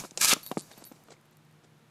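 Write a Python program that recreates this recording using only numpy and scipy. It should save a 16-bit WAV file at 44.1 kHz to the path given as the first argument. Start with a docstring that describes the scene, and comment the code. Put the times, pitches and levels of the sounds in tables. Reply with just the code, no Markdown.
"""Water spatters on a dog's muzzle and rings in its open mouth as it bites at a garden hose jet, close by.
The spray is thousands of tiny impacts, with sharp slaps, pops of trapped air and stray drips.
Dull knocks, a quick run of ticks, jingling metal collar tags and paws in wet grass follow the bite.
The yard gives a faint echo, and a distant motor hums under the outdoor air."""
import sys
import numpy as np
from scipy import signal
from scipy.fft import rfft, irfft, next_fast_len
from scipy.io import wavfile
from scipy.ndimage import uniform_filter1d, map_coordinates

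SR = 44100
rng = np.random.default_rng(int(sys.argv[2]) if len(sys.argv) > 2 else 0)


def waveform_to_disk(signal):
    """Save audio, clipped to [-1, 1], as 16-bit WAV at the path in sys.argv[1]."""
    frames = np.transpose(np.atleast_2d(signal))
    scaled = np.clip(frames, -1, 1) * 32767
    samples = np.round(scaled).astype(np.int16)
    wavfile.write(sys.argv[1], SR, samples)


N = 83790


def amp(db):
    """Decibels to gain."""
    return 10 ** (np.asarray(db) / 20)


def unit(x):
    """Scale to rms 1."""
    return x / np.sqrt(np.mean(x ** 2) + 1e-20)


def fader(points):
    """Gain per sample from (t/s, level/dB) points."""
    return amp(np.interp(np.arange(N) / SR, *np.transpose(points)))


def filtered(x, response):
    """Filter x by a gain that is a function of frequency."""
    size = next_fast_len(N + SR // 2)
    return irfft(rfft(x, size) * response(np.fft.rfftfreq(size, 1 / SR)), size)[:N]


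def coloured(x, eq):
    """Shape x by (f/Hz, level/dB) points, then scale to rms 1."""
    f, db = np.transpose(eq)
    return unit(filtered(x, lambda hz: amp(np.interp(np.log(hz + 1), np.log(f + 1), db))))


def wobble(per_s):
    """A smooth curve through per_s random values a second."""
    return map_coordinates(rng.standard_normal(256), [np.arange(N) * per_s / SR], mode="wrap")


def grains(per_s, spread_db, hiss_share):
    """Tiny random impacts of uneven size over a fine hiss, even in overall strength."""
    hits = (rng.random(N) < per_s / SR) * rng.choice([-1, 1], N)
    hits = hits * amp(spread_db * np.minimum(rng.exponential(size=N), 4))
    hits /= np.sqrt(np.abs(uniform_filter1d(hits ** 2, size=800)) + 1e-6)
    return np.sqrt(1 - hiss_share) * hits + np.sqrt(hiss_share) * rng.standard_normal(N)


def fade(t, t60):
    """Exponential decay, 60 dB down at t60."""
    return np.exp(-np.log(1000) * t / t60)


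def add(track, s, sound):
    """Mix a sound in at s seconds."""
    part = track[max(round(s * SR), 0):][:len(sound)]
    part += sound[:len(part)]


# Fader ride of the spray on the muzzle: t/s, level/dB
SPRAY_RIDE = [(0, -36), (.008, -43), (.03, -51), (.056, -48), (.09, -61), (.165, -69), (.19, -48),
              (.205, -37), (.213, -24.5), (.256, -20.5), (.262, -29), (.274, -27), (.283, -21.5), (.3, -23),
              (.336, -23), (.347, -56), (.395, -57.5), (.6, -58), (.8, -64.5), (1.0, -70), (1.2, -78)]
# Bright, wet EQ of the spray: f/Hz, level/dB
SPRAY_EQ = [(59, -59.5), (100, -16), (254, -10.5), (288, -13.5), (413, -11.5), (469, -17.5), (568, -9),
            (673, -18.5), (732, -9.5), (1170, -8), (1270, -7), (1410, -23.5), (1640, 2.5), (1940, -17),
            (2300, 0.5), (3230, -10.5), (3820, -1.5), (5720, 1.5), (6350, 2), (7060, 2), (9300, -3),
            (10800, -2), (15800, -15.5)]
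# Bigger slugs of water punch up the spray: t/s, boost/dB
SURGES = [(0.2153, 7), (0.2308, 2.5), (0.2469, 9), (.2552, 0.5), (0.2865, 5), (0.2946, 4.5), (0.3363, 7.5)]
# Fader ride of the water inside the mouth: t/s, level/dB
MOUTH_RIDE = [(0, -53.5), (.03, -63), (.048, -61), (.062, -70), (.19, -80), (.22, -32.5), (.27, -34.5),
              (.3, -31), (.315, -19.5), (.336, -26), (.347, -44.5), (.37, -52), (.4, -57), (.5, -79.5)]
# Hollow resonances of the open mouth: f/Hz, width/Hz, level/dB
MOUTH_MODES = [(1300, 76, 5), (1780, 80, -3), (2210, 280, -2.5), (2750, 350, 0), (3535, 660, -1.5),
               (4935, 450, -8.5)]

def jet():
    """Droplets spatter on the muzzle in surges; those that enter the mouth excite its resonances."""
    def mouth(f):
        return sum((-1) ** k * amp(db) * 1j * f * width / (hz * hz - f * f + 1j * f * width)
                   for k, (hz, width, db) in enumerate(MOUTH_MODES))

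    t, surge_s = np.arange(N) / SR, .0014
    surge = amp(sum(db * np.exp(-((t - s) / surge_s) ** 2) for s, db in SURGES))
    spray = coloured(grains(per_s=7500, spread_db=2.6, hiss_share=.38), SPRAY_EQ)
    hollow = unit(filtered(rng.standard_normal(N), mouth))
    return surge * fader(SPRAY_RIDE) * spray + fader(MOUTH_RIDE) * hollow


# Sharp slaps of water ahead of the main burst: t/s, level/dB, t60/s
SLAPS = [(.110, -45, .018), (.175, -25.5, 0.037), (.2025, -40, 0.01584)]
# Slap EQ, a low-mid body and a bright edge: f/Hz, level/dB
SLAP_EQ = [(100, -33), (250, -8), (550, 3.5), (1100, -8), (1700, -12), (2400, -2), (4200, 1), (6300, 4.5),
           (8200, 3), (11500, -16), (15800, -32.5)]
# Stray droplets after the burst: t/s, level/dB
DRIPS = [(1.038, -52.5), (1.213, -58), (1.255, -57.5), (1.263, -62), (1.312, -57.5), (1.370, -49),
         (1.450, -58), (1.512, -59.5), (1.526, -59.5)]
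# Thin, glassy drip EQ: f/Hz, level/dB
DRIP_EQ = [(1000, -37), (6000, -2.5), (11000, -2.5), (14500, .5)]

def splashes():
    """Single slugs and drops of water land with a click, then scatter."""
    def land(cues, eq, click_db):
        envelope, clicks, t = np.zeros(N), np.zeros(N), np.arange(SR // 5) / SR
        for s, db, t60 in cues:
            add(envelope, s, amp(db) * fade(t, t60))
            add(clicks, s, amp([db + click_db]))
        impacts = clicks + envelope * grains(per_s=6500, spread_db=1, hiss_share=.15)
        return np.std(impacts) * coloured(impacts, eq)

    drips = [(s, db, .01) for s, db in DRIPS]  # each with a t60 of 10 ms
    return land(SLAPS, SLAP_EQ, click_db=18.5) + land(drips, DRIP_EQ, click_db=7)


# Wet pops of air pockets: t/s, f/Hz, level/dB, t60/s
POPS = [(0.331, 1315, -22, 0.022), (.5215, 755, -27, 0.035), (0.583, 352, -34, 0.032),
        (.734, 3670, -36, 0.011), (1.087, 453, -50.5, 0.13), (1.104, 458, -49, 0.086),
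        (1.119, 4030, -39, 0.0097), (1.138, 2120, -39, .01), (1.166, 2270, -44, 0.0098)]

def pops(attack_s=.0018, rise_per_s=.68):
    """Trapped air rings briefly, rising a little in pitch."""
    out, t = np.zeros(N), np.arange(SR // 8) / SR
    attack = 1 - np.exp(-t / attack_s)
    for s, hz, db, t60 in POPS:
        chirp = np.sin(2 * np.pi * hz * t * (1 + rise_per_s * t / 2))
        add(out, s, amp(db) * attack * fade(t, t60) * chirp)
    return out


# Dull, close knocks: t/s, level/dB, low-pass f/Hz, base t60/s, pitch ratio
KNOCKS = [(.038, -31, 1500, 0.036, 1.14), (0.048, -32.5, 1290, 0.038, 1.46),
          (0.117, -39.5, 400, 0.027, 0.63), (.1755, -42.5, 1500, 0.09, 1.55),
          (0.329, -16.5, 1860, 0.034, 1.11), (0.332, -42.5, 1180, 0.068, 1.2),
          (0.365, -28.5, 910, 0.034, 1.26), (0.5145, -18, 1944, 0.022, 1.076),
          (0.5711, -15, 540, 0.034, 0.87), (0.777, -41, 696, 0.027, 0.87), (.823, -37, 880, 0.022, 1.04),
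          (.9155, -35, 680, 0.021, 0.83), (0.9193, -36, 695, 0.019, 0.97), (1.085, -42, 2030, 0.026, 1.36),
          (1.12, -45.5, 4900, 0.028, 1.54)]
# Body of a knock: base f/Hz, level/dB, t60 ratio
KNOCK_MODES = [(175, -26, 2.1), (250.8, -2, 0.76), (366, -7, 1.07), (494.2, 0.5, 0.61), (662, -0.5, 0.46),
               (894.4, 5.5, 0.3), (1274, -7, .4), (2600, 3.5, 0.17)]

def knocks(attack_s=.00054, crack_db=-4.5, crack_t60_s=.032, low_cut_hz=155):
    """Soft contacts ring a few low, heavily damped modes, with a short crack of noise."""
    out, t = np.zeros(N), np.arange(SR // 5) / SR
    attack = 1 - np.exp(-t / attack_s)
    for s, db, corner_hz, t60, pitch in KNOCKS:
        ring = sum(amp(mode_db) * fade(t, t60 * life) * np.sin(2 * np.pi * hz * pitch * t)
                   for hz, mode_db, life in KNOCK_MODES)
        crack = amp(crack_db) * fade(t, crack_t60_s) * rng.standard_normal(len(t))
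        low_pass = signal.butter(1, corner_hz, fs=SR)
        add(out, s, amp(db) * signal.lfilter(*low_pass, (ring + crack) * attack))
    return signal.lfilter(*signal.butter(5, low_cut_hz, "high", fs=SR), out)


# Dry ticks, a quick run and a late double: t/s, level/dB
TICKS = [(.5788, -31), (0.584, -32.5), (.590, -35), (0.5948, -30.5), (.600, -34.5), (0.6058, -36),
         (0.6105, -35), (0.8399, -38), (0.843, -37)]
# Tight, bright ring of a tick: f/Hz, level/dB, t60/s
TICK_MODES = [(4400, 2, 0.0024), (7130, 3, 0.0023), (8360, 5, 0.002), (10400, -3.5, 0.0036)]

def ticks(attack_s=.000049):
    """Very short clicks that all ring the same modes."""
    out, t = np.zeros(N), np.arange(SR // 50) / SR
    attack = 1 - np.exp(-t / attack_s)
    ring = sum((-1) ** k * amp(db) * fade(t, t60) * np.sin(2 * np.pi * hz * t)
               for k, (hz, db, t60) in enumerate(TICK_MODES))
    for s, db in TICKS:
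        add(out, s, amp(db) * attack * ring)
    return out


# Collar tags touching: t/s, level/dB, treble tilt/(dB per octave)
CLINKS = [(.431, -41, 0.5), (.445, -57, -10), (.4637, -37, -0.5), (.4875, -45, -4.5), (.619, -53, -2),
          (.695, -74, -1), (.719, -57, -6), (.762, -66, 3), (.776, -50.5, -0.5), (.851, -45.5, 0),
          (0.866, -48, 5)]
# Metallic shimmer of the tags: f/Hz, level/dB, t60/s
TAG_MODES = [(3880, -17, .16), (4470, -7, .1), (9230, -19, .08), (9730, -9, .11), (11680, -3, .075),
             (11910, -5, .1), (13730, -10, .2), (13930, -11, .13)]

def collar_tags(contacts=3, gap_s=.0035, loss_db=5, crack_db=-2.5, crack_t60_s=.017):
    """At every touch the loose metal tags chatter: ever weaker contacts, each ringing them anew."""
    out, t = np.zeros(N), np.arange(SR // 4) / SR
    centre_hz = np.mean([mode[0] for mode in TAG_MODES])
    for s, db, tilt_db in CLINKS:
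        for k in range(contacts):
            ring = np.zeros(len(t))
            for hz, mode_db, t60 in TAG_MODES:
                gain = amp(mode_db + tilt_db * np.log2(hz / centre_hz) + rng.normal(0, 1.4))
                detuned_hz = hz * (1 + rng.normal(0, .0047))
                ring += gain * fade(t, t60) * np.sin(2 * np.pi * (detuned_hz * t + rng.random()))
            crack = amp(crack_db) * fade(t, crack_t60_s) * rng.standard_normal(len(t))
            delay_s = k * gap_s * np.exp(rng.normal(0, .2))
            add(out, s + delay_s, amp(db - k * loss_db) * (ring + crack))
    return out * (1 + .36 * wobble(per_s=401))  # the tags rub, which roughens the ring


# Paw steps: t/s, level/dB, length/s
STEPS = [(.716, -46.5, 0.014), (0.74, -58, .02), (0.778, -53.5, 0.0255), (0.819, -54.5, 0.03),
         (.923, -52, 0.0065), (0.963, -56.5, 0.012), (1.078, -59.5, .01), (1.107, -48, 0.0071),
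         (1.123, -49, .012), (1.137, -60.5, 0.028), (1.329, -60.5, 0.0087), (1.646, -56, 0.012)]
# Squashy EQ of wet grass: f/Hz, level/dB
GRASS_EQ = [(60, -26), (170, 7), (500, 11.5), (1200, 1), (4000, -2.5), (8000, -1.5), (12000, -32.5),
            (16000, -30)]
# Fader ride of the movement rumble: t/s, level/dB
SHUFFLE_RIDE = [(0, -40), (.09, -71), (.2, -52), (.33, -43.5), (.4, -60.5), (.55, -66), (.68, -59),
                (.76, -66.5), (.79, -57.5), (.84, -63), (.89, -63), (.93, -64), (.97, -62), (1.1, -71)]
# Dark EQ of that rumble: f/Hz, level/dB
SHUFFLE_EQ = [(25, -13.5), (70, -21.5), (110, -14.5), (175, -2.5), (350, -18), (900, -11.5), (2500, -28.5)]

def paws():
    """Each step is a short swell of crackling wet grass, over the rumble of the moving dog and camera."""
    t = np.arange(N) / SR
    swells = sum(amp(db) * np.exp(-2 * np.abs(t - s) / length) for s, db, length in STEPS)
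    crackle = coloured(grains(per_s=3700, spread_db=4, hiss_share=.33), GRASS_EQ)
    rumble = coloured(rng.standard_normal(N), SHUFFLE_EQ)
    return swells * crackle + fader(SHUFFLE_RIDE) * rumble


def yard_echo(close, level_db=-22, t60_s=.3):
    """The yard throws back a faint, short, diffuse tail."""
    t = np.arange(SR // 2) / SR
    tail = rng.standard_normal(len(t)) * fade(t, t60_s)
    return amp(level_db) * signal.fftconvolve(close, tail / np.linalg.norm(tail))[:N]


# Drone of the far motor: f/Hz, level/dB
MOTOR_TONES = [(153.3, -67), (465, -79.5), (368.6, -83), (220, -76.5)]
# Soft, bass-heavy EQ of the air bed: f/Hz, level/dB
AIR_EQ = [(15, -67), (25, -46), (76, -32), (96, -9.5), (148, -1.5), (174, -19), (205, -8), (261, -11.5),
          (361, -9), (392, -20.5), (437, -16.5), (637, -17.5), (955, -18.5), (1060, -20), (1360, -19),
          (1820, -22), (3880, -28), (4820, -32.5), (11400, -43.5), (13100, -42), (15800, -50.5)]

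def outdoors(air_db=-63):
    """The slightly wavering hum of a far motor in steady air."""
    hum, t = np.zeros(N), np.arange(N) / SR
    for hz, db in MOTOR_TONES:
        rms = amp(db + 2.5 * wobble(per_s=6.7))
        hum += rms * np.sqrt(2) * np.sin(2 * np.pi * hz * t + .4 * wobble(per_s=18))
    return hum + amp(air_db) * coloured(rng.standard_normal(N), AIR_EQ)


def scene():
    """The close sounds, their echo from the yard and the background, in mono."""
    water = jet() + splashes() + pops()
    close = water + knocks() + ticks() + collar_tags() + paws()
    return (close + yard_echo(close) + outdoors())[None]


# Top-end roll-off of the microphone: f/Hz, level/dB
MIC_EQ = [(13000, -0.5), (14300, -5.5), (15200, -8), (16000, -20.5)]
TOP_HZ = 16000

def record(dry):
    """The microphone dulls the top treble and passes nothing above its band limit."""
    return filtered(dry[0], lambda hz: amp(np.interp(hz, *np.transpose(MIC_EQ))) * (hz < TOP_HZ))[None]


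dry = scene()
out = record(dry)
waveform_to_disk(out)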